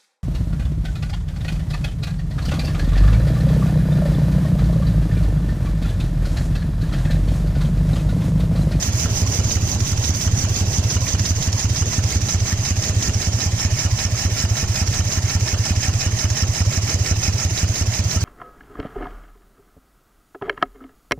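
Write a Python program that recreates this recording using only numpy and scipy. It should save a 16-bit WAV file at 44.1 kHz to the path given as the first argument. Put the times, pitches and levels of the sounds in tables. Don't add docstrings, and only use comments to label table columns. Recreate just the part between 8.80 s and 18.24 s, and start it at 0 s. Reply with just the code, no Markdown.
import sys
import numpy as np
from scipy import signal
from scipy.fft import rfft, irfft, next_fast_len
from scipy.io import wavfile
from scipy.ndimage import uniform_filter1d

SR = 44100
rng = np.random.default_rng(int(sys.argv[2]) if len(sys.argv) > 2 else 0)


def put_to_file(sound):
    columns = np.atleast_2d(sound).T
    safe = np.clip(columns, -1, 1)
    whole_steps = np.round(safe * 32767)
    wavfile.write(sys.argv[1], SR, whole_steps.astype(np.int16))


def voltage_ratio(decibels):
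    exponent = np.asarray(decibels, float) / 20
    return 10 ** exponent


N = 416304
PAD = SR // 4
TIME = np.arange(N) / SR
ABOVE, AIM, NEARNESS = 1, 2, 3

# (time [s], engine cycles done [count])
CRANK = [(-0.0898, 0), (0.7611, 5), (0.9502, 6), (2.1595, 13), (2.3406, 14), (3.1839, 19), (3.36, 20),
         (3.5481, 21), (3.9096, 23), (4.8522, 28), (5.4535, 31), (6.0182, 34), (6.7332, 38), (7.0845, 40),
         (7.8079, 44), (8.6522, 49), (9.1943, 52), (9.5339, 54)]


def read(points, hz):
    f, value = np.transpose(points)
    return np.interp(np.log(hz + 1), np.log(f + 1), value)


def add(mix, s, sound):
    part = mix[..., round(s * SR) + PAD:][..., :sound.shape[-1]]
    part += sound[..., :part.shape[-1]]


def noise(spectrum, size, patchy_db):
    # (frequency [Hz], left-right coherence [-1 to 1])
    likeness = [(60, 1), (200, 0.96), (500, 0.88), (1200, 0.5), (3000, 0.64), (7000, 0.61), (15000, 0.53)]
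    # (frequency [Hz], lead of the left [rad])
    left_lead = [(0, 2), (690, -0.7), (1720, 0.84), (2500, 0.9), (2840, -1.56), (3960, -4.5), (4820, -5),
                 (5250, -9.5), (6460, -8.5), (7060, -12.5), (8790, -10), (10600, -16.5), (11500, -36),
                 (15200, -13)]
    frames = 4 * N // size + 5
    hz = np.fft.rfftfreq(size, 1 / SR)
    a, b, c, d, patches = rng.standard_normal((frames, len(hz), 5), dtype=np.float32).T
    patches = uniform_filter1d(uniform_filter1d(patches, size=3, axis=0), size=9, axis=1)
    same = np.clip(read(likeness, hz), -1, 1)[:, None].astype(np.float32)
    late = np.exp(-1j * read(left_lead, hz))[:, None].astype(np.complex64)
    left = a + 1j * b
    right = same * late * left + np.sqrt(1 - same ** 2) * (c + 1j * d)
    z = np.array([left, right])
    z *= voltage_ratio(read(spectrum, hz)[:, None] + patchy_db * patches / patches.std())
    return signal.istft(z, nperseg=size, noverlap=size * 3 // 4)[1][:, :N] / np.sqrt(size / 2)


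def resonances(x, peaks):
    return x + sum(voltage_ratio(db) * signal.lfilter(*signal.iirpeak(hz, hz / width, SR), x) for hz, width, db in peaks)


def camera(column, s=TIME):
    # (time [s], share above the tank [0-1], aim at the intake [dB], nearness to the pipes [dB])
    camera_path = np.array([(0, 0.44, 2.5, 8), (.75, 0.03, 0, 10), (1.3, 0, 0.5, 8.5), (2.2, 0, -1, 7),
                            (3.2, 0.38, -2.5, 7), (3.75, 0.7, -2.5, 5), (4.3, 0.65, -3, 8.5),
                            (4.8, 0.97, -3, 5.5), (5.5, 1, -1, 4.5), (6.2, 0.88, -1.5, 5.5),
                            (7, 1, -3.5, 4), (8.3, 1, -2, 5), (9.44, 0.67, -1.5, 4)])
    return np.interp(s, camera_path[:, 0], camera_path[:, column])


def turns():
    return np.interp(TIME, *np.transpose(CRANK))


def cycles():
    # (time [s], level over an ordinary beat [dB])
    burns = [(.48, -1.4), (.65, -0.7), (1.01, 1), (1.36, -4.5), (1.53, 1.7), (2.05, 0.9), (2.22, -3.4),
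             (2.57, -1.5), (2.74, -0.7), (2.91, 0), (3.07, -3.4), (3.43, -1.4), (3.62, 1), (4.17, 1.2),
             (4.73, 0.5), (5.52, -2.5), (5.71, 1.5), (6.26, -0.8), (6.8, 0.3), (7.87, 2.8), (8.04, -2.8),
             (8.21, 0.8), (8.72, -2.5), (9.08, 1.8), (9.42, -3)]
    s, done = np.transpose(CRANK)
    start = np.interp(np.arange(done[-1] + 1), done, s)
    burn_s, burn_db = np.transpose(burns)
    burn = np.zeros(len(start))
    burn[np.searchsorted(start, burn_s) - 1] = burn_db
    return start, np.diff(start, append=2 * start[-1] - start[-2]), burn


def breeze():
    # (frequency [Hz], level [dB])
    buffet = [(100, -31), (200, -5), (300, -0.3), (450, 1), (700, -5.5), (1200, -14)]
    # (time [s], half length [s], level [dB])
    gusts = [
        (0.453, 0.35, 9),
        (1.843, 0.36, 7),
        (3.2, 0.28, 3.5),
        (4.35, 0.29, 5.5),
        (5.05, 0.16, -19),
        (6.097, 0.058, 6),
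        (6.763, 0.092, 4.5),
        (8.2, .3, 4),
    ]
    gusts_db = sum(db * np.exp(-((TIME - s) / half) ** 2) for s, half, db in gusts)
    steady_db = -24 + 0.15 * camera(NEARNESS)
    return voltage_ratio(steady_db + gusts_db) * noise(buffet, size=512, patchy_db=3.0)


def valves():
    # (frequency [Hz], level [dB])
    clatter = [(300, -1), (900, 2), (1500, 0), (3000, 1.5), (6500, 2.5), (9000, -4.5), (15000, -3)]
    # (frequency [Hz], width [Hz], level [dB])
    cases = [(369, 35, 0.5), (634, 63, 4.5), (776, 81, -4.5), (1037, 53, -2.5), (3245, 20, 5.5),
             (4680, 24, -33)]
    valve_set = [
        (.03, -39.5, 0.0092, [(1440, 12, 0.022), (1800, 4, .04), (2470, -4, 0.062), (2900, 6.5, 0.059), (900, -41, 0.036)]),
        (.295, -25.5, 0.0058, [(5070, -19, 0.024), (5140, -11, 0.056), (5730, 2.5, 0.071), (6980, -2, 0.043), (2450, -52, 0.027)]),
        (.59, -48, 0.0047, [(5850, -20, 0.057), (7250, -0.2, 0.025), (9600, -0.3, .03), (2010, 23, 0.019)]),
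        (.664, -34, 0.011, [(3976, 6, 0.08), (4580, 8.5, 0.027), (3400, -11.5, 0.061), (5220, 6.5, 0.055), (6350, -6, 0.037), (1260, -20, .04), (2510, -18, 0.028), (11700, -1, .03)]),
    ]
    # (usual [dB], spread [dB], gain for each dB of aim [dB])
    lash = [
        (-1, 2.5, .3),
        (-4.5, 2, 0.1),
        (-5, 4, .3),
        (0, 1.5, 0.1),
    ]
    # (time [s], closing force in place of the usual one [dB])
    slaps = [
        (1.004, 3),
        (2.394, 5.5),
        (2.728, 3),
        (3.237, 1),
        (4.343, -1),
        (6.074, 4),
        (7.502, 3),
    ]
    out = np.zeros((2, N + 2 * PAD))
    starts, lengths, _ = cycles()
    t = np.arange(1300) / SR
    slap_s, slap_db = np.transpose(slaps)
    for (share, level_db, rattle, modes), (usual_db, spread_db, aimed) in zip(valve_set, lash):
        hz, db, t60 = np.transpose(modes)[..., None]
        for s in starts + share * lengths:
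            luck = rng.standard_normal((4, 1300))
            hard = abs(slap_s - s) < .012
            if hard.any():
                force_db = slap_db[hard].sum()
                strike_s = slap_s[hard][0] - .001
            else:
                softer = (abs(luck[3, -1]) - .8) * 3.1
                force_db = usual_db - spread_db * softer + aimed * camera(AIM, s=s)
                strike_s = s + .0006 * luck[0, 0]
            burst = (luck[0] + 0.91 * luck[1:3]) * np.exp(-t / rattle) * np.minimum(t / 0.0018, 1)
            tuned = hz * (1 + 0.012 * luck[3, :len(modes), None])
            decay = voltage_ratio(db - 60 * t / np.minimum(.36 * t60, .02))
            ring = (decay * np.sin(2 * np.pi * tuned * t)).sum(0)
            knock = signal.fftconvolve(burst, ring[None] / 4.5, axes=1)[:, :1300] + voltage_ratio(6) * burst
            add(out, strike_s, voltage_ratio(level_db + force_db) * knock)
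    gears = resonances(noise(clatter, size=512, patchy_db=3.0), cases)
    return out[:, PAD:PAD + N] + voltage_ratio(-24) * gears


def intake():
    # (share of the cycle [0-1], level [dB])
    suction = [(0, -2.5), (.06, -3), (.12, -13.5), (.2, -27.5), (.26, -4), (.31, -4.5), (.4, -7),
               (.56, -4.5), (.61, 0.5), (.66, 0), (.7, 3.5), (.95, 1.6), (1, 3.5)]
    # (frequency [Hz], level [dB])
    hiss = [(300, -15), (900, -3), (1500, -2.5), (4000, 1.2), (9000, 4.5), (15000, 10)]
    # (frequency [Hz], width [Hz], level [dB])
    side_on = [(2000, 330, -1), (2650, 60, -12), (3360, 650, -6), (5820, 320, 10), (4840, 77, 8),
               (6490, 89, 6.5)]
    # (frequency [Hz], width [Hz], level [dB])
    overhead = [(642, 55, 7.7), (773, 67, 7.9), (1360, 36, 10.7), (1800, 158, 12.1), (2180, 250, 5.9),
                (2495, 15, 13), (2900, 12, 11), (4020, 37, 4), (4960, 156, 2.9), (5504, 290, 9.7),
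                (6460, 78, 2.1), (7140, 30, 1)]
    far_stroke = (.28, .6)
    far_bright_db, far_hidden = 2.0, 0.32
    cycle = turns()
    share, db = np.transpose(suction)
    start, _, burn = cycles()
    over = camera(ABOVE, s=start)
    far_pull = -0.05 - 0.71 * burn + 0.7 * over
    near_pull = -2 + 1.5 * over
    pulls = np.c_[far_pull, near_pull]
    pulls = pulls + 0.28 * rng.standard_normal(pulls.shape)
    pull_cycles = (np.arange(len(start))[:, None] + [.45, .85]).ravel()
    pull_db = np.interp(cycle, pull_cycles, pulls.ravel())
    eddies = uniform_filter1d(rng.standard_normal(N), size=150)
    flow_db = np.interp(cycle % 1, share, db) + pull_db + 0.59 * eddies / eddies.std()
    air = noise(hiss, size=256, patchy_db=2.5) * voltage_ratio(flow_db)
    highpass = signal.firwin(65, 8500, pass_zero=False, fs=SR)
    treble = signal.oaconvolve(air, highpass[None], "same", axes=1)
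    far_open = 1. * (cycle % 1 > far_stroke[0]) * (cycle % 1 < far_stroke[1])
    far = uniform_filter1d(far_open, size=300)
    above = np.clip(camera(ABOVE) * (1 - far_hidden * far), 0, 1)
    heard = (1 - above) * resonances(air, side_on) + above * resonances(air, overhead)
    brightness = voltage_ratio(camera(AIM) + far_bright_db * far) - 1
    return voltage_ratio(-22) * (heard + brightness * treble)


def beat(pipe, db, luck):
    start_hz, rise_hz, bend, lead, blow, blow_db, ring_db, t60, over_db = pipe
    t = np.arange(-lead, .12, 1 / SR)
    late = np.maximum(t, 0)
    climb = rise_hz * (1 + .16 * luck[1]) * np.minimum(late / .05, 1) ** bend
    hz = start_hz * (1 + .012 * luck[0]) + climb
    phase = 2 * np.pi * (np.cumsum(hz) - hz[0] * lead * SR) / SR
    blown = voltage_ratio(blow_db + 1.4 * db) * np.exp(-((t - .0098) / blow) ** 2)
    ringing = voltage_ratio(ring_db + .8 * db + 1.3 * luck[2] - 60 * late / t60)
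    crack = voltage_ratio(over_db + 1.5 * luck[3] - 60 * late / .035) * np.cos(2.4 * phase)
    shove = -voltage_ratio(db - 24 - 60 * late / .08) * np.sin(.62 * phase)
    swell = np.sin(np.pi / 2 * np.clip((t + lead) / (1.3 * lead), 0, 1))
    fade = np.clip((.1 - t) / .05, 0, 1)
    return swell * ((blown + ringing) * np.cos(phase) + crack + shove) * fade


def exhaust():
    # (start [Hz], rise in 50 ms [Hz], bend of the rise [exponent], lead [s], blow [s], blow level [dB],
    #  ring level [dB], ring T60 [s], overtone level [dB])
    pipes = [
        (83, 44, 1.7, .0025, .0145, -15.5, -16.5, .27, -19.5),
        (93, 39, 1.05, .006, .0125, -14.3, -17.3, .28, -40),
    ]
    # (frequency [Hz], level [dB])
    rumble = [(20, 2), (28, -6), (38, -24), (65, -.5), (110, -6.5), (150, -7.5), (200, -10), (300, -19),
              (500, -38)]
    slow_db_per_s, beat_spread_db = -25, .4
    start, length, burn = cycles()
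    gaps = -.0041 + .308 * length + .078 * np.roll(length, 1)
    gaps = gaps + .00045 * burn - .0002 * np.roll(burn, 1)
    out = np.zeros(N + 2 * PAD)
    lucks = rng.standard_normal((len(start), 12))
    t = np.arange(-.012, .012, 1 / SR)
    for s, span, gap, second_db, luck in zip(start, length, gaps, burn, lucks):
        first_db = slow_db_per_s * (span - length.mean())
        add(out, s - pipes[0][3], beat(pipes[0], first_db + beat_spread_db * luck[10], luck[:4]))
        add(out, s + gap - pipes[1][3], beat(pipes[1], second_db + beat_spread_db * luck[11], luck[4:8]))
        gulp = voltage_ratio(-22 + 1.6 * luck[8]) * np.cos(2 * np.pi * 112 * t) * np.exp(-(t / .006) ** 2)
        add(out, s + (0.82 + 0.0058 * luck[9]) * span + t[0], gulp)
    side_lag, above_lag = .00015, -0.00018
    lag = SR * (side_lag + (above_lag - side_lag) * camera(ABOVE))
    left = np.interp(PAD + np.arange(N) - lag, np.arange(len(out)), out)
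    ports = np.array([left, out[PAD:PAD + N]])
    return ports + voltage_ratio(camera(NEARNESS) - 6.5) * noise(rumble, size=4096, patchy_db=1.0)


def scene():
    dip_hz, dip_width_hz, dip_share = 3465, 167, 0.24
    metal = intake() + valves()
    above = np.clip(camera(ABOVE), 0, 1)
    reflected = signal.lfilter(*signal.iirpeak(dip_hz, dip_hz / dip_width_hz, SR), metal)
    return voltage_ratio(1.5) * exhaust() + metal - dip_share * above * reflected + breeze()


def roll_off(x):
    return signal.sosfilt(signal.butter(12, 15710, fs=SR, output="sos"), x)


def record(dry):
    # (frequency [Hz], level [dB])
    left_port = [(300, -3), (1200, -7.5), (2000, -8.5), (3500, -12), (5000, -12), (6100, -16), (6550, -1),
                 (7300, -10), (8200, -9), (9700, -28), (11000, -24), (13900, -54), (15000, -19),
                 (15500, -26)]
    # (frequency [Hz], level [dB])
    right_port = [(300, -1), (1200, -9), (3000, -5.5), (4200, -7), (5300, -1.5), (6000, -1), (6550, 3),
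                  (7300, -11.5), (8700, -13), (9700, -13.5), (11000, -23), (13000, -18), (14000, -23),
                  (15200, -22.5)]
    size = next_fast_len(N, True)
    hz = np.fft.rfftfreq(size, 1 / SR)
    limits = hz ** 2 / (hz ** 2 + 22 ** 2) * np.clip((15720 - hz) / 250, 0, 1)
    colour = voltage_ratio([read(left_port, hz), read(right_port, hz)]) * limits
    mix = irfft(rfft(dry, size) * colour, size)[:, :N]
    return roll_off(mix)


dry = scene()
out = record(dry)
put_to_file(out)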